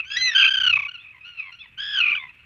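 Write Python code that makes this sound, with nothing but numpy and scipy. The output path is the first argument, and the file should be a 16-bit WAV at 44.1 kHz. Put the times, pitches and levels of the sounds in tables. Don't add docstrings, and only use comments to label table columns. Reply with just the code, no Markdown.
import sys
import numpy as np
from scipy import signal
from scipy.fft import rfft, irfft, next_fast_len
from scipy.io import wavfile

SR = 44100
rng = np.random.default_rng(int(sys.argv[2]) if len(sys.argv) > 2 else 0)


def persist_wave(psi):
    counts = np.round(np.clip(psi, -1, 1) * 32767).astype(np.int16)
    wavfile.write(sys.argv[1], SR, np.atleast_2d(counts).T)


N = 108045
T = np.arange(N) / SR


def from_db(db):
    return 10 ** (np.asarray(db) / 20)


def rms_one(x):
    return x / np.sqrt(np.mean(x ** 2) + 1e-20)


def gain_at(spectrum, hz):
    f, db = np.transpose(spectrum)
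    return from_db(np.interp(np.log(np.maximum(hz, 1)), np.log(f), db))


def noise(spectrum):
    size = next_fast_len(N, True)
    gains = gain_at(spectrum, np.fft.rfftfreq(size, 1 / SR))
    return rms_one(irfft(rfft(rng.standard_normal(size)) * gains, size)[:N])


def drift(rate, size=N):
    pole = np.exp(-16 * np.pi * rate / SR)
    white = rng.standard_normal(size // 8 + 2000)
    slow = rms_one(signal.lfilter([1], [1, -2 * pole, pole * pole], white)[500:])
    return np.interp(np.arange(size) / 8, np.arange(len(slow)), slow)


def ease(x):
    return np.sin(np.pi / 2 * np.clip(x, 0, 1))


def gate(t, start, end, attack, release):
    return ease((t - start) / attack) ** 2 * ease((end - t) / release) ** 2


def contour(points):
    s, hz, db = np.transpose(points)
    t = T[(T > s[0]) & (T < s[-1])]
    edges = gate(t, s[0], s[-1], attack=.005, release=.005)
    return t, np.interp(t, s, hz), from_db(np.interp(t, s, db)) * edges


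# f/Hz, level/dB
THROAT_RESPONSE = [(1050, -9.5), (1250, -15.5), (1450, -4.5), (1620, -4), (2030, -6), (2500, 1.5),
                   (3100, -2.5), (3700, -10), (4130, 1.5), (4500, -10.5), (5100, -1), (5450, -4),
                   (6100, 1.5), (6800, -11.5), (7500, -27.5), (8400, -26), (9500, -16.5), (11000, -20.5),
                   (13200, -13.5)]
JITTER, SHIMMER = .042, .65


def voice(t, pitch, envelope, harmonics_db, rough, air_db, tilt_db=0, bass_db=0):
    jitter, shimmer, waver, swell = (drift(rate, SR // 2)[:len(t)] for rate in (393, 200, 70, 70))
    unsteady = np.sqrt(min(abs(np.min(rough)) / .22, 1))
    pitch = pitch * (1 + unsteady * .008 * waver)
    envelope = envelope * from_db(unsteady * 1.1 * swell)
    phase = 2 * np.pi * np.cumsum(pitch * (1 + rough * JITTER * jitter)) / SR
    k = np.arange(len(harmonics_db))[:, None] + 1
    colour_db = tilt_db * np.log2(np.maximum(k / 2, 1)) + bass_db * (k == 1)
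    gains = gain_at(THROAT_RESPONSE, k * pitch) * from_db(np.array(harmonics_db)[:, None] + colour_db)
    tone = np.sum(gains * np.sin(k * phase), axis=0) / np.sqrt(np.sum(gains ** 2, axis=0) / 2)
    tone = tone * envelope * (1 + rough * SHIMMER * shimmer) / np.hypot(1, rough * SHIMMER)
    air = from_db(air_db) * envelope * np.sqrt(abs(rough))
    send = tone / envelope.max() ** .3
    out = np.zeros((3, N))
    out[:, np.rint(t * SR).astype(int)] = tone, air, send
    return out


# [t/s, f/Hz, level/dB]
RASP_CALLS = [ (118, 0.012, 0.7, -18.5, [(-.01, 1359, -10.5), (.02, 1289, -45), (.06, 1160, -40.5)]),
              (55.1, 0.005, 0.31, 12, [(.045, 1445, -50), (.1, 1590, -39), (.122, 1661, -29.5),
              (.175, 1666, -34.5), (.22, 1560, -31.5)]), (68.9, 0.024, 0.96, 2, [(.1, 1300, -39),
              (.19, 1392, -49), (.25, 1360, -46.5), (.277, 1250, -29.5), (.3, 1304, -43),
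              (.35, 1320, -42)]), (64.6, 0.047, 0.49, -7, [(.35, 1405, -33.5), (.385, 1439, -24),
              (.42, 1382, -19), (.44, 1238, -21), (.468, 1315, -21), (.495, 1284, -33)]),
              (52, 0.04, 0.5, -5, [(.97, 1395, -44.5), (1.03, 1295, -58.5), (1.05, 1227, -52),
              (1.105, 1245, -49.5), (1.125, 1140, -63), (1.15, 1018, -50), (1.19, 965, -63)]),
              (76.1, 0.0075, 0.48, 3, [(1.205, 1268, -55.5), (1.232, 1245, -53.5), (1.268, 1459, -42),
              (1.3, 1445, -47.5), (1.36, 1376, -53), (1.42, 1328, -45), (1.49, 1324, -59)]),
              (72.8, 0.0033, 0.63, 1, [(1.368, 1353, -41), (1.389, 1296, -48), (1.398, 1275, -30.5),
              (1.425, 1163, -50.5), (1.495, 1026, -45.5), (1.525, 1000, -59)]),
              (57, .02, 0.36, 11, [(1.515, 1338, -50), (1.55, 1428, -42.5), (1.565, 1442, -68),
              (1.59, 1379, -53), (1.63, 1245, -50), (1.665, 898, -53.5)]),
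              (58.52, 0.024, 0.43, -0.5, [(1.772, 1414, -49.5), (1.786, 1538, -30.5), (1.82, 1643, -29.5),
              (1.875, 1660, -32), (1.925, 1674, -28.5), (1.975, 1575, -21), (2.005, 1433, -20),
              (2.022, 1286, -25.5)]), (56.6, 0.02, 0.48, -15, [(2.016, 1284, -23), (2.036, 1244, -21.5),
              (2.047, 1218, -27.5), (2.075, 1197, -22), (2.105, 1174, -29), (2.14, 1194, -20.5),
              (2.153, 1207, -45), (2.174, 1240, -26.5), (2.195, 1067, -42), (2.24, 1029, -40.5),
              (2.32, 948, -66.5)]), (59.05, 0.036, 0.57, -8.5, [(2.02, 1420, -31), (2.12, 1333, -30),
              (2.146, 1542, -55), (2.154, 1547, -19.5), (2.163, 1555, -38), (2.19, 1550, -48)]),
              (64, 0.027, 0.43, -2, [(2.275, 1190, -54), (2.295, 1303, -48), (2.315, 1300, -78),
              (2.385, 1338, -85), (2.398, 1370, -54.5), (2.45, 1324, -79.5)]), ]
RASP_HARMONICS_DB = [-1, 4, -13.5, -27]


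def rasps():
    out = 0
    for rate, depth, rough, tilt_db, points in RASP_CALLS:
        t, pitch, envelope = contour(points)
        flutter_hz = rate * (1 + .2 * drift(24, SR // 2)[:len(t)])
        arch = abs(np.sin(np.pi * np.cumsum(flutter_hz) / SR))
        flutter = np.pi * arch - 2
        throb = np.exp(.24 * (1300 / pitch) ** 4 * flutter)
        out += voice(t, pitch * (1 + depth * flutter), envelope * throb, RASP_HARMONICS_DB, rough,
                     air_db=-20.5, tilt_db=tilt_db + 3 * flutter)
    return out


# f/Hz, level/dB
BREATH_SPECTRUM = [(300, -30), (700, -29), (1250, -6.5), (2000, -4), (2750, 6), (4100, -11), (5200, -20),
                   (6300, -18.5), (7600, -50.5), (15000, -56)]


def breath(strength):
    return strength * noise(BREATH_SPECTRUM)


# f/Hz, level/dB
COLONY_SPECTRUM = [(800, -19), (1200, -10.5), (1600, -10), (2650, -1.5), (3900, -20.5), (5000, -32.5),
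                   (15000, -39)]


def colony(level_db=-60, swing_db=2):
    return from_db(level_db + swing_db * drift(15)) * noise(COLONY_SPECTRUM)


# f/Hz, level/dB
RUMBLE_SPECTRUM = [(20, -10.5), (50, -1.5), (75, 4), (130, 2), (180, -5), (550, -24), (3000, -40.5)]
# t/s, level/dB
RUMBLE_SWELLS = [(.14, -62.5), (.2, -51), (.3, -63), (.55, -58), (.76, -53), (.87, -63.5), (1.5, -67.5),
                 (1.9, -58), (2.25, -62.5)]


def rumble():
    return from_db(np.interp(T, *np.transpose(RUMBLE_SWELLS))) * noise(RUMBLE_SPECTRUM)


# t/s, f/Hz, level/dB
WHISTLE_CONTOUR = [(.153, 1633, -36), (.172, 1940, -19), (.195, 2020, -33), (.222, 2040, -19.5),
                   (.255, 2050, -20), (.283, 1987, -20.5), (.303, 1880, -22.5), (.311, 1840, -38),
                   (.32, 1810, -22), (.328, 1780, -35), (.339, 1760, -26), (.348, 1700, -37.5)]
WHISTLE_HARMONICS_DB = [2, -1, -15, -29, -30.5]


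def whistle():
    t, pitch, envelope = contour(WHISTLE_CONTOUR)
    rough = .04 + 3 * (1 - pitch / pitch.max())
    return voice(t, pitch, envelope, WHISTLE_HARMONICS_DB, rough, air_db=-12)


# t/s, length/s, f/Hz, level/dB, pitch sag/Hz per s
RATTLE_NOTES = [(0.346, 0.032, 1549, -16.5, 1200), (0.373, 0.036, 1584, -14.5, 1530),
                (0.403, 0.034, 1575, -17, 1590), (0.437, 0.033, 1566, -17, 1830),
                (0.471, 0.028, 1576, -17, 2024), (0.502, 0.029, 1571, -19.5, 2200),
                (.533, 0.032, 1566, -21, 2180), (.565, 0.029, 1548, -21.5, 2393),
                (.597, .031, 1546, -20, 2930), (.630, 0.03, 1504, -18.5, 2670),
                (0.66, 0.028, 1463, -15.5, 2830), (0.691, 0.028, 1386, -17.5, 5000),
                (0.724, 0.022, 1259, -18, 7800), (0.752, 0.03, 1193, -23, 10320),
                (0.784, 0.03, 1166, -27.5, 9400), (0.815, 0.031, 1145, -31.5, 7400),
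                (0.846, 0.03, 1139, -34, 10150), (0.88, 0.02, 1434, -32.5, 545),
                (0.91, 0.015, 1490, -34.5, 3060), (0.933, 0.036, 1409, -39.5, 3580)]
RATTLE_HARMONICS_DB = [-2, 3, -12, -25.5, -29.5, -28, -38, -43]
NOTE_ARCH_HZ, LOWEST_HZ, STEEP_SAG_HZ_PER_S = 59.4, 1104, 6200


def rattle():
    out = 0
    for start, length, hz, db, sag in RATTLE_NOTES:
        t = T[(T > start) & (T < start + length)]
        along = (t - start) / length - .5
        arch = np.sin(np.pi * np.sqrt(along + .5)) - 2 / np.pi
        pitch = np.maximum(hz - sag * length * along + NOTE_ARCH_HZ * arch, LOWEST_HZ)
        steep = sag / STEEP_SAG_HZ_PER_S
        sink = steep ** 2 * along
        envelope = from_db(db - 1.5 * sink) * gate(t, start, start + length, attack=.0087, release=.0073)
        out += voice(t, pitch, envelope, RATTLE_HARMONICS_DB, rough=.22 + .2 * steep ** 2,
                     air_db=-13.5, tilt_db=-2 * steep, bass_db=12 * sink)
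    return out


# t/s, level/dB
THUDS = [(0.475, -47), (2.034, -47), (2.057, -43.5), (2.109, -43)]


def thuds(hz=338, t60_s=.032):
    out = np.zeros(N)
    for start, db in THUDS:
        age = np.clip(T - start, 0, 1)
        out += from_db(db - 60 * age / t60_s) * np.sin(2 * np.pi * hz * age)
    return out


# t/s, length/s, level/dB
FAR_PEEPS = [(0.979, 0.06, -49), (1.578, 0.062, -41.5), (2.158, 0.0733, -42.5)]


def peeps(from_hz=3030, to_hz=3618):
    out = np.zeros(N)
    for start, length, db in FAR_PEEPS:
        glide = from_hz + (to_hz - from_hz) * ease((T - start) / length)
        pitch = glide * (1 + .015 * drift(290))
        envelope = from_db(db) * gate(T, start, start + length, attack=.043, release=.032)
        out += envelope * np.sqrt(2) * np.sin(2 * np.pi * np.cumsum(pitch) / SR)
    return out


# delay/s, level/dB
ROCK_ECHOES = [(.0052, -17.5)]


def burrow(direct, send, tail_db=-23.5, t60_s=.25):
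    age = T[:SR // 2]
    decay = rng.standard_normal(len(age)) * from_db(-60 * age / t60_s)
    tail = signal.fftconvolve(send, decay / np.linalg.norm(decay))[:N]
    echo = sum(from_db(db) * np.interp(T - delay, T, direct, left=0) for delay, db in ROCK_ECHOES)
    return direct + echo + from_db(tail_db) * tail


# f/Hz, width/Hz, level/dB
HOLLOW_MODES = [(2303, 32, 0.5), (2552, 102, 4.5), (2617, 61, -7)]


def hollow(x):
    return x + sum(from_db(db) * signal.lfilter(*signal.iirpeak(hz, hz / width, fs=SR), x)
                   for hz, width, db in HOLLOW_MODES)


def scene():
    tone, air, send = rasps() + whistle() + rattle()
    far_peeps = peeps()
    birds = tone + breath(air) + far_peeps
    far_colony, low_rumble = colony(), rumble()
    echoing_birds = burrow(birds, send + 6 * far_peeps)
    return (hollow(echoing_birds + far_colony) + low_rumble + thuds())[None]


def record(dry, cutoff_hz=15700):
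    return signal.sosfilt(signal.cheby2(12, 70, cutoff_hz, fs=SR, output="sos"), dry)


dry = scene()
out = record(dry)
persist_wave(out)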